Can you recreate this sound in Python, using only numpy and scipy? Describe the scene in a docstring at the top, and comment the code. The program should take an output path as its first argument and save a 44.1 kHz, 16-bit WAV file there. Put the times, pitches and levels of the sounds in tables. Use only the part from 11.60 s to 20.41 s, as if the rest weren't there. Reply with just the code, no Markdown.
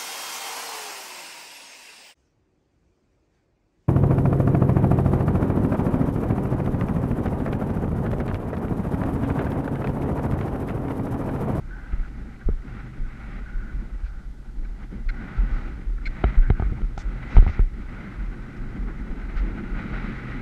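"""Grassland, at a gallop and across a jump, heard from a camera in a closed housing on a rider's helmet.
Headwind is shaped noise: a blown cavity drone, low buffeting and a rush in the housing's resonances, with
thin whistles. Strides swing a damped spring mount; knocks ring the housing's shell and back plate over a
low thump. Straps squeak and swish as filtered noise; gain control ducks the hardest hits over faint hiss."""
import sys
import numpy as np
from scipy import signal
from scipy.fft import next_fast_len
from scipy.io import wavfile

SR = 44100
rng = np.random.default_rng(int(sys.argv[2]) if len(sys.argv) > 2 else 0)


def persist_wave(psi):
    """Save psi, clipped to +-1, as 16-bit WAV."""
    counts = np.round(np.clip(psi, -1, 1) * 32767).astype(np.int16)
    wavfile.write(sys.argv[1], SR, np.atleast_2d(counts).T)


N = 388521
TIME = np.arange(N) / SR

# headwind rising and falling as the head nods into it, before small gusts:
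# (time [s], buffeting level [dB], rush level in the upper modes [dB])
HEADWIND_CURVE = [(0.0, -47, -59.5), (0.29, -44.5, -55.5), (0.56, -43, -57), (1.0, -47.5, -59),
                  (1.15, -40.5, -52), (1.4, -44.5, -58.5), (1.64, -43, -51.5), (1.95, -46.5, -58.5),
                  (2.15, -42.5, -56), (2.5, -51.5, -62), (2.75, -50.5, -65.5), (2.98, -50, -64.5),
                  (3.05, -42.5, -59), (3.14, -49.5, -63), (3.24, -40.5, -54.5), (3.29, -53, -66),
                  (3.33, -37, -55.5), (3.46, -48, -61), (3.58, -41, -53), (4.03, -39.5, -49),
                  (4.37, -47.5, -63), (4.68, -39.5, -45), (4.92, -41.5, -54), (5.05, -38.5, -47.5),
                  (5.34, -44.5, -59), (5.45, -44, -54), (5.68, -40.5, -50.5), (5.78, -31.5, -42),
                  (5.86, -37, -46.5), (5.95, -42, -46), (6.06, -45.5, -62), (6.3, -41, -51.5),
                  (6.8, -41, -53.5), (7.05, -39, -52), (7.55, -37.5, -53.5), (7.78, -37, -48.5),
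                  (7.86, -36, -50.5), (8.05, -35, -49), (8.22, -32, -43.5), (8.4, -38, -44.5),
                  (8.55, -35.5, -46), (8.7, -37.5, -45.5), (8.81, -36, -48)]
# the lowest cavity mode, blown like a bottle, before its wavering: (time [s], level [dB])
DRONE_CURVE = [(0.0, -48), (0.47, -49), (0.51, -43), (0.81, -55), (0.91, -36.5), (0.96, -58.5),
               (1.1, -41.5), (1.62, -46), (1.67, -40.5), (1.81, -51), (2.18, -42.5), (2.3, -53),
               (3.73, -47), (3.75, -36.5), (4.32, -52), (4.56, -49), (4.64, -34), (4.83, -48), (4.91, -24),
               (4.95, -53), (5.15, -36.5), (5.4, -50), (5.62, -39), (5.72, -46), (5.79, -32), (5.94, -56),
               (5.99, -36), (6.13, -48.5), (7.16, -43.5), (7.7, -55), (7.73, -51), (8.81, -39)]
# the wind angle shifts the rush between modes:
# (time [s], lift of modes under 1 kHz [dB], lift of modes over 1.8 kHz [dB])
WIND_ANGLE_CURVE = [(0, 1, -4), (.5, 1, -1), (1, -1.5, -1.5), (1.6, -1, 1.5), (2.2, 0, -1.5),
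                    (2.8, 2.5, -3), (3.3, 2, 0.5), (3.9, -1.5, -0.5), (4.5, 1.5, 2), (5, -4.5, -0.5),
                    (5.4, 0.5, -1.5), (5.8, -0.5, 4.5), (6.3, -1.5, 0.5), (7, -2, -1.5), (7.6, 0, -1),
                    (8.1, -0.5, 0), (8.45, -4, 1.5), (8.81, -3.5, 3)]
# low resonances stirred by buffeting: (frequency [Hz], width [Hz], relative drive [dB])
BUFFET_RESONANCES = [(87.5, 29, -4.5), (198, 65.7, -1), (248, 62, -15), (156, 30, -13), (337, 53, -12.5)]
# housing resonances that color the rush: (frequency [Hz], width [Hz], relative drive [dB])
HOUSING_RESONANCES = [(540, 197, -4.5), (809, 130, -2.5), (1301, 194, -2), (1480, 144, 0),
                      (1989, 199, -1.5), (2246, 270, -9.5), (3915, 110, -15.5)]
DRONE_HZ, DRONE_WIDTH_HZ = 123.7, 16.4
TREBLE_FALL_HZ = 2580
TREBLE_DB, TREBLE_SHARE = -69, 0.096   # level at a rush of -55 dB; dB gained per dB of rush


def headwind():
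    """Turbulence blows a cavity drone, low buffeting, a rush in the housing modes and faint treble."""
    buffet_db, rush_db = in_time(HEADWIND_CURVE)
    gust_db = 0.62 * drift(2.5)   # small gusts lift both together
    buffet_db = buffet_db + gust_db
    rush_db = rush_db + gust_db

    drone = resonance(rng.standard_normal(N), DRONE_HZ, DRONE_WIDTH_HZ)
    drone = resonance(drone, DRONE_HZ, 1.7 * DRONE_WIDTH_HZ)
    envelope = np.abs(signal.hilbert(drone, next_fast_len(N))[:N])
    drone = drone / (envelope + 1e-9) ** 0.4   # a blown tone steadies itself
    drone_gain = amp(in_time(DRONE_CURVE)[0] + 1.0 * drift(4))

    buffet = eddies(BUFFET_RESONANCES, flutter_db=-0.5, patchy_db=2.5)
    buffet = butter(buffet, 421, "low", order=4)

    low_db, high_db = in_time(WIND_ANGLE_CURVE)
    modes = [(hz, width_hz, db + low_db * (hz < 1000) + high_db * (hz > 1800))
             for hz, width_hz, db in HOUSING_RESONANCES]
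    rush = butter(eddies(modes, flutter_db=1.5, patchy_db=-0.5), 3030, "low")
    rush = rush / butter(rush, 1650, "high", order=4).std()   # the curve sets the upper modes' level

    treble = butter(rng.standard_normal(N), TREBLE_FALL_HZ, "low")
    treble = butter(treble, 4530, "high")
    treble_db = TREBLE_DB + TREBLE_SHARE * (rush_db + 55)

    low = drone_gain * rms_one(drone) + amp(buffet_db) * rms_one(buffet)
    return low + amp(rush_db) * rush + amp(treble_db) * rms_one(treble)


def eddies(modes, flutter_db, patchy_db):
    """Turbulence drives every mode; all flutter together and each also on its own."""
    together = flutter_db * drift(29)
    total = 0
    for hz, width_hz, db in modes:
        drive = amp(db + together + patchy_db * drift(11.2))
        total = total + drive * resonance(rng.standard_normal(N), hz, width_hz)
    return rms_one(total)


# stride jolts: (time [s], peak level [dB], starting swing frequency [Hz], decay T60 [s])
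STRIDE_JOLTS = [(0.008, -34, 44, 0.13), (0.102, -31, 42.2, 0.39), (0.213, -36, 43.7, 0.4),
                (0.281, -29, 42.4, 0.13), (0.325, -17.5, 39.4, 0.075), (0.377, -19.5, 28, 0.23),
                (0.858, -13.5, 32.5, 0.1), (0.904, -16, 28.2, 0.22), (1.382, -18.5, 29.6, 0.39),
                (1.623, -29.5, 48.3, 0.3), (1.941, -18.5, 33, 0.22), (2.133, -20.5, 45.6, 0.28),
                (2.314, -26, 43, 0.42), (2.426, -22.5, 53.8, 0.14), (2.531, -31, 34, 0.47),
                (2.826, -36, 32.8, 0.37), (2.964, -22, 28.4, 0.26), (3.037, -25, 41.5, 0.39),
                (3.379, -25, 33.8, 0.46), (3.451, -17, 34.1, 0.39), (3.772, -12.5, 44, 0.39),
                (3.91, -13.5, 35.2, 0.25), (4.036, -22.5, 36.2, 0.14), (4.257, -18.5, 42.8, 0.55),
                (4.466, -18, 30, 0.18), (4.635, -12.5, 51.4, 0.26), (4.771, -3, 32, 0.22),
                (4.901, -10.5, 33.8, 0.15), (5.039, -17.5, 48.3, 0.3), (5.215, -15.5, 37, 0.26),
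                (5.438, -19, 45.5, 0.52), (5.746, -14, 37, 0.11), (5.7675, 6.5, 34.6, 0.15),
                (5.858, -15, 52, 0.09), (5.998, -8.5, 34.7, 0.19), (6.202, -38, 29.8, .16),
                (6.582, -20.5, 44.9, 0.79), (6.988, -27.5, 29.6, 0.82), (7.184, -21.5, 44, 0.38),
                (7.394, -22.5, 47.4, 0.25), (7.497, -21.5, 29.4, 0.096), (7.617, -26, 45.3, 0.82),
                (7.76, -19, 31.2, 0.08), (7.792, -15, 45.2, 0.39), (8.102, -21, 38.2, 0.37),
                (8.314, -21.5, 42.5, 0.27), (8.438, -22, 35.2, 0.057)]
MOUNT_HZ, MOUNT_WIDTH_HZ = 38, 47
TREMBLE_DB = -39   # steady trembling, before wandering
AFTER_DB, AFTER_T60_S = -31.5, 0.96   # gain and envelope decay of added trembling, before softening
SLACK_PER_S = 0.726   # the swing's frequency falls by twice this share each second


def mount():
    """The mount is a damped spring: it trembles all the time and swings out after each stride."""
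    tremble = resonance(rng.standard_normal(N), MOUNT_HZ, MOUNT_WIDTH_HZ)
    wander_db = 1.5 * drift(3)
    after = after_jolts(AFTER_T60_S) ** 0.59   # softens the contrast and lengthens the decay
    shake = amp(TREMBLE_DB + wander_db) + amp(AFTER_DB) * after
    out = shake * rms_one(butter(tremble, 51.8, "low", order=4))
    t = TIME[:SR // 2]
    for s, db, hz, t60 in STRIDE_JOLTS:
        push = (1 - np.exp(-t / 0.01)) ** 2   # the push builds gradually
        # the spring slackens as the swing dies
        swing = push * amp(-60 * t / t60) * np.sin(2 * np.pi * hz * (t - SLACK_PER_S * t * t))
        add(out, s, -amp(db) * swing / np.abs(swing).max())
    return out


def after_jolts(t60):
    """An envelope that jumps with every jolt and dies away."""
    s, db, *_ = np.transpose(STRIDE_JOLTS)
    kicks = np.zeros(N)
    kicks[np.round(s * SR).astype(int)] = amp(db)
    decay = signal.lfilter([1], [1, -amp(-60 / (t60 * SR))], kicks)
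    return butter(decay, 25, "low", order=1)


# housing against its mount: (time [s], peak level of the ringing [dB], contact time [ms],
# thump gain [dB], back plate lift [dB], middle modes lift [dB], top modes lift [dB])
HOUSING_KNOCKS = [(0.332, -31, 0.36, -32, -5, 10, 0), (0.8855, -40, 3, -47, -7, 4, 0),
                  (0.8879, -15, 0.86, -25.5, -22, 5, -10), (3.783, -34, 0.73, -31.5, 1, -3, -3),
                  (4.638, -16.5, 0.42, -42, -5, 8, -9), (4.6409, -5.5, 0.48, -24, -6, 6.5, 5),
                  (4.9013, -14.5, 0.47, -29.5, 3.5, 0, -4), (4.9019, -9, 0.37, -17.5, -4, 5, -2),
                  (4.998, -16.5, 0.52, -25, -1, 7, 0), (5.023, -16.5, 0.44, -26, -5, 10.5, -5),
                  (5.114, -35, 4.2, -26.5, -3, 0, 0), (5.122, -18.5, 4, -32, -8, -5, 0),
                  (5.129, -24, 3.2, -40, 0, 2, 0), (5.179, -41, 0.63, -36, 12, -5, 0),
                  (5.218, -27.5, 0.32, -40, -18, 7, -4), (5.3771, -22.5, 0.25, -38, 3.5, 5, 3),
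                  (5.767, -11, 0.27, -34, 4, 9, -14), (5.772, -26.5, 0.25, -32, -8, 13, 9),
                  (5.776, -17, 0.2, -40, -15, 23, 9), (5.78, -18, 0.22, -39, -12, 15, 5),
                  (5.783, -16, 0.28, -40, 6, 9, 4), (5.785, -17, 0.36, -8, -8, -1, -5),
                  (5.825, -15, 0.54, -20, -13, 5, -11), (5.865, -15, 0.37, -19, 6, 2, -12),
                  (5.878, -17, 0.3, -29, -9, 15, -14), (5.894, -28, 0.89, -23.5, 12, -1, -4),
                  (5.993, -17.5, 0.41, -21.5, -6, 8, -15)]
# knocks from the other side, which first suck the diaphragm out: (time [s])
PULLING_KNOCK_TIMES = [.8885, 4.902, 5.219, 5.767, 5.993]
# ringing shell of the housing: (frequency [Hz], relative gain [dB], decay T60 [s])
SHELL_RESONANCES = [(233, -4, 0.038), (395, 6, 0.016), (1270, -7.5, 0.016), (1594, -30, .012),
                    (2090, -16, 0.015), (2270, -27, 0.011), (3000, -12.5, 0.012), (3370, -25, 0.0063),
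                    (3840, -14, 0.026)]
# low body of the knock: (frequency [Hz], relative gain [dB], decay T60 [s])
THUMP_RESONANCES = [(73.5, 14.5, 0.051), (158, -16, 0.056)]
PLATE_HZ, PLATE_DB, PLATE_T60_S = 763, 9.5, 0.013   # back plate; gain before each knock's lift


def knocks():
    """A click with a short rattle, softer for a longer contact, rings shell and plate over a low thump."""
    out = np.zeros(N)
    chance = rng.standard_normal((len(HOUSING_KNOCKS), len(SHELL_RESONANCES)))
    click = np.eye(1, SR // 8)[0]
    rattles = rng.standard_normal((len(HOUSING_KNOCKS), SR // 8)) * np.exp(-TIME[:SR // 8] / 0.0041)
    thump = sum(amp(db) * ring(click, hz, t60) for hz, db, t60 in THUMP_RESONANCES)
    thump = butter(thump, 210, "low")
    for knock, luck, rattle in zip(HOUSING_KNOCKS, chance, rattles):
        s, db, contact_ms, thump_db, plate_db, middle_db, top_db = knock
        blow = click + 0.046 * rattle
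        shell = amp(PLATE_DB + plate_db) * ring(blow, PLATE_HZ, PLATE_T60_S)
        for (hz, mode_db, t60), z in zip(SHELL_RESONANCES, luck):
            lift_db = middle_db * (1000 < hz < 2500) + top_db * (hz >= 2500)
            shell = shell + amp(mode_db + lift_db + 2 * z) * ring(blow, hz, t60)
        shell = butter(shell, np.clip(1000 / contact_ms, 100, 15000), "low", order=3)
        shell = butter(shell, 4100, "low", order=8)   # the closed housing passes little above its top mode
        pulls = np.min(np.abs(s - np.array(PULLING_KNOCK_TIMES))) < .0025
        side = -1 if pulls else 1
        add(out, s, side * (amp(db) * shell / np.abs(shell).max() - amp(thump_db) * thump))
    return out


# wind whistling at the port; the shortest rows are brief ticks ringing the same tone: (time [s], level before
# fades [dB], length [s], center pitch [Hz])
PORT_WHISTLES = [(0.075, -59, 0.037, 1460), (0.108, -47.5, 0.23, 1507), (0.15, -59, 0.21, 823),
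                 (0.43, -49, 0.05, 1494), (0.676, -59, 0.095, 1456), (0.811, -46, 0.0077, 1520),
                 (0.82, -47, 0.0091, 1520), (1.434, -55, 0.042, 1470), (1.859, -47, 0.29, 1482),
                 (2.434, -57, 0.27, 1497), (2.887, -52, 0.012, 1480), (3.045, -53, 0.022, 1480),
                 (3.556, -48.5, 0.26, 1500), (4.379, -42.5, 0.01, 1480), (4.412, -51, 0.027, 1510),
                 (4.827, -44.5, 0.1, 1543), (4.95, -48, 0.12, 1520), (5.178, -49, 0.022, 830),
                 (5.432, -50, 0.025, 1490), (6.36, -50, 0.087, 1420), (8.054, -48.5, 0.34, 1445)]


def whistles():
    """A thin wavering tone in a breath of narrow noise, setting in fast and fading."""
    out = np.zeros(N)
    air = rng.standard_normal(N) * amp(2.0 * drift(27))
    waver, flicker = 0.022 * drift(45), amp(4.0 * drift(35))
    for s, db, length, hz in PORT_WHISTLES:
        i = round(s * SR)
        share = np.arange(round(length * SR)) / (length * SR)
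        span = slice(i, i + len(share))
        blown = air[i - 900:][:len(share) + 900]   # the run-in lets the resonances build up
        blown = rms_one(resonance(resonance(blown, hz, 220), hz, 280)[900:])
        phase = 2 * np.pi * np.cumsum(hz * (1 + waver[span])) / SR
        tone = np.sin(phase) * flicker[span]
        fade = np.minimum(share * length / 0.0024, 1) * np.sqrt(1 - share ** 1.24)
        add(out, s, amp(db) * rms_one(1.2 * blown + tone) * fade)
    return out


# strap squeaks: (time [s], overall gain [dB], length [s], upper tone [Hz],
# lower tone relative level [dB], lateness of the lower tone [exponent])
STRAP_SQUEAKS = [(2.442, -65.5, 0.05, 2370, -1, 0.4), (3.045, -62.5, 0.013, 2310, 3, 0.4),
                 (3.486, -42.5, 0.0195, 2070, 0, 0.4), (4.4534, -37.5, 0.027, 2170, -7, 1.5)]
# further narrow resonances in each squeak: (frequency [Hz], width [Hz], relative level [dB])
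SQUEAK_RESONANCES = [(2320, 150, -16), (1940, 110, -19), (3580, 200, -21), (4150, 270, -13),
                     (4980, 300, -24), (5400, 170, -31), (6750, 300, -35), (7400, 360, -34.5)]
# straps and cloth brushing past: (time [s], direct level [dB], length [s], brightness [Hz],
# level heard through the housing modes [dB])
STRAP_SWISHES = [(0.314, -61, 0.037, 2980, -51), (2.435, -67, 0.079, 5040, -64),
                 (3.753, -69, 0.048, 5000, -47), (3.877, -69, 0.2, 6000, -64),
                 (5.377, -48, 0.0058, 6900, -38.5), (5.38, -53.5, 0.05, 7150, -55),
                 (5.672, -61.5, 0.24, 6000, -68), (5.812, -60, 0.082, 5050, -50),
                 (5.864, -58.5, 0.1, 5840, -50), (6.961, -65, 0.024, 6030, -62),
                 (7.259, -50.5, 0.077, 1890, -61), (7.759, -62, 0.047, 5540, -43),
                 (8.153, -68, .24, 4470, -68), (8.418, -64, .24, 4470, -63)]


def straps():
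    """Squeaks are friction noise in narrow resonances, the lower tone coming late; swishes are broad."""
    out = np.zeros(N)
    for s, db, length, hz, lower_db, lateness in STRAP_SQUEAKS:
        late = np.minimum(np.arange(round(length * SR) + 900) / (length * SR), 1)
        air = rng.standard_normal(SR // 8)[:len(late)]
        grip = np.minimum(late / 0.092, 1) * np.clip((1 - late) / 0.15, 0, 1)   # abrupt start and stop
        parts = [(grip * (1.3 - late), hz, 260, 0), (grip * late ** lateness, 1500, 200, lower_db)]
        parts += [(grip, *mode) for mode in SQUEAK_RESONANCES]
        tone = 0
        for envelope, at_hz, width_hz, level_db in parts:
            friction = steady(resonance(air, at_hz, width_hz), 0.34)
            tone = tone + amp(level_db) * rms_one(resonance(envelope * friction, at_hz, width_hz))
        add(out, s, amp(db) * tone)
    for s, db, length, hz, body_db in STRAP_SWISHES:
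        rub = butter(burst(length), np.clip(hz, 900, 12000), "low", order=6)
        body = resonance(rub, 1460, 260) - 0.91 * resonance(rub, 1290, 200) + 0.47 * resonance(rub, 1980, 220)
        direct = butter(rub, 810, "high")
        add(out, s, amp(db) * rms_one(direct) + amp(body_db) * rms_one(body))
    return out


def burst(length):
    """Noise that starts fast and fades out."""
    share = np.arange(round(length * SR)) / (length * SR)
    return rng.standard_normal(SR // 4)[:len(share)] * np.minimum(share / 0.23, 1) * np.sqrt(1 - share ** 2)


def steady(x, share):
    """Even out part of the level's wandering, as a self-sustained tone does."""
    return rms_one(x / (np.abs(signal.hilbert(x)) + 1e-9) ** np.clip(share, 0, 1))


def amp(db):
    """Gain of a level in dB."""
    return 10 ** (np.asarray(db) / 20)


def rms_one(x):
    """Scale to rms 1."""
    return x / np.sqrt(np.mean(x ** 2) + 1e-20)


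def in_time(rows):
    """Each column of a curve table, sample by sample."""
    s, *columns = np.transpose(rows)
    return [np.interp(TIME, s, c) for c in columns]


def drift(rate):
    """Slow random wandering with rms 1, made at every 40th sample; a higher rate [Hz] wanders faster."""
    r = np.exp(-80 * np.pi * rate / SR)
    noise = rng.standard_normal(N // 40 + 2002)
    slow = signal.lfilter([1], [1, -2 * r, r * r], noise)[2000:]   # drop the run-in
    return np.interp(np.arange(N) / 40, np.arange(len(slow)), rms_one(slow))


def butter(x, hz, kind, order=2):
    """Butterworth low- or high-pass."""
    return signal.sosfilt(signal.butter(order, hz, kind, fs=SR, output="sos"), x)


def resonance(x, hz, width_hz):
    """Two-pole resonance with gain about 1 on top."""
    r = np.exp(-np.pi * width_hz / SR)
    top = np.array([1, 0, -1]) * (1 - r * r) / 2
    return signal.lfilter(top, [1, -2 * r * np.cos(2 * np.pi * hz / SR), r * r], x)


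def ring(clicks, hz, t60):
    """A unit click sets a decaying sine of about height 1 ringing."""
    r, w = amp(-60 / (t60 * SR)), 2 * np.pi * hz / SR
    return signal.lfilter([0, np.sin(w)], [1, -2 * r * np.cos(w), r * r], clicks + 1e-18)


def add(out, s, sound):
    """Mix a short sound in at time s."""
    i = round(s * SR)
    out[i:i + len(sound)] += sound[:N - i]


def scene():
    """Everything reaches one microphone."""
    return (headwind() + mount() + knocks() + whistles() + straps())[None]


HISS_DB, HISS_FALL_HZ = -73.5, 10100
LIMIT_DB = -8.5   # half of any excess above this is taken off
EXCESS_RELEASE_DB_S = 71.5   # fall of the held excess; the gain recovers at half this rate
CUTOFF_HZ = 15700


def record(dry):
    """Microphone hiss, a gain control that drops within milliseconds and creeps back, and the top cut."""
    x = dry[0] + amp(HISS_DB) * rms_one(butter(rng.standard_normal(N), HISS_FALL_HZ, "low"))
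    over_db = np.maximum(20 * np.log10(np.abs(x) + 1e-9) - LIMIT_DB, 0)
    release_db = EXCESS_RELEASE_DB_S * TIME
    held_db = np.maximum.accumulate(over_db + release_db) - release_db
    r = np.exp(-1 / (.0025 * SR))   # 2.5 ms smoothing
    gain = amp(-.5 * signal.lfilter([1 - r], [1, -r], held_db))
    x = np.clip(x * gain, -1, 1)
    return signal.sosfilt(signal.cheby2(12, 60, CUTOFF_HZ, fs=SR, output="sos"), x)[None]


dry = scene()
out = record(dry)
persist_wave(out)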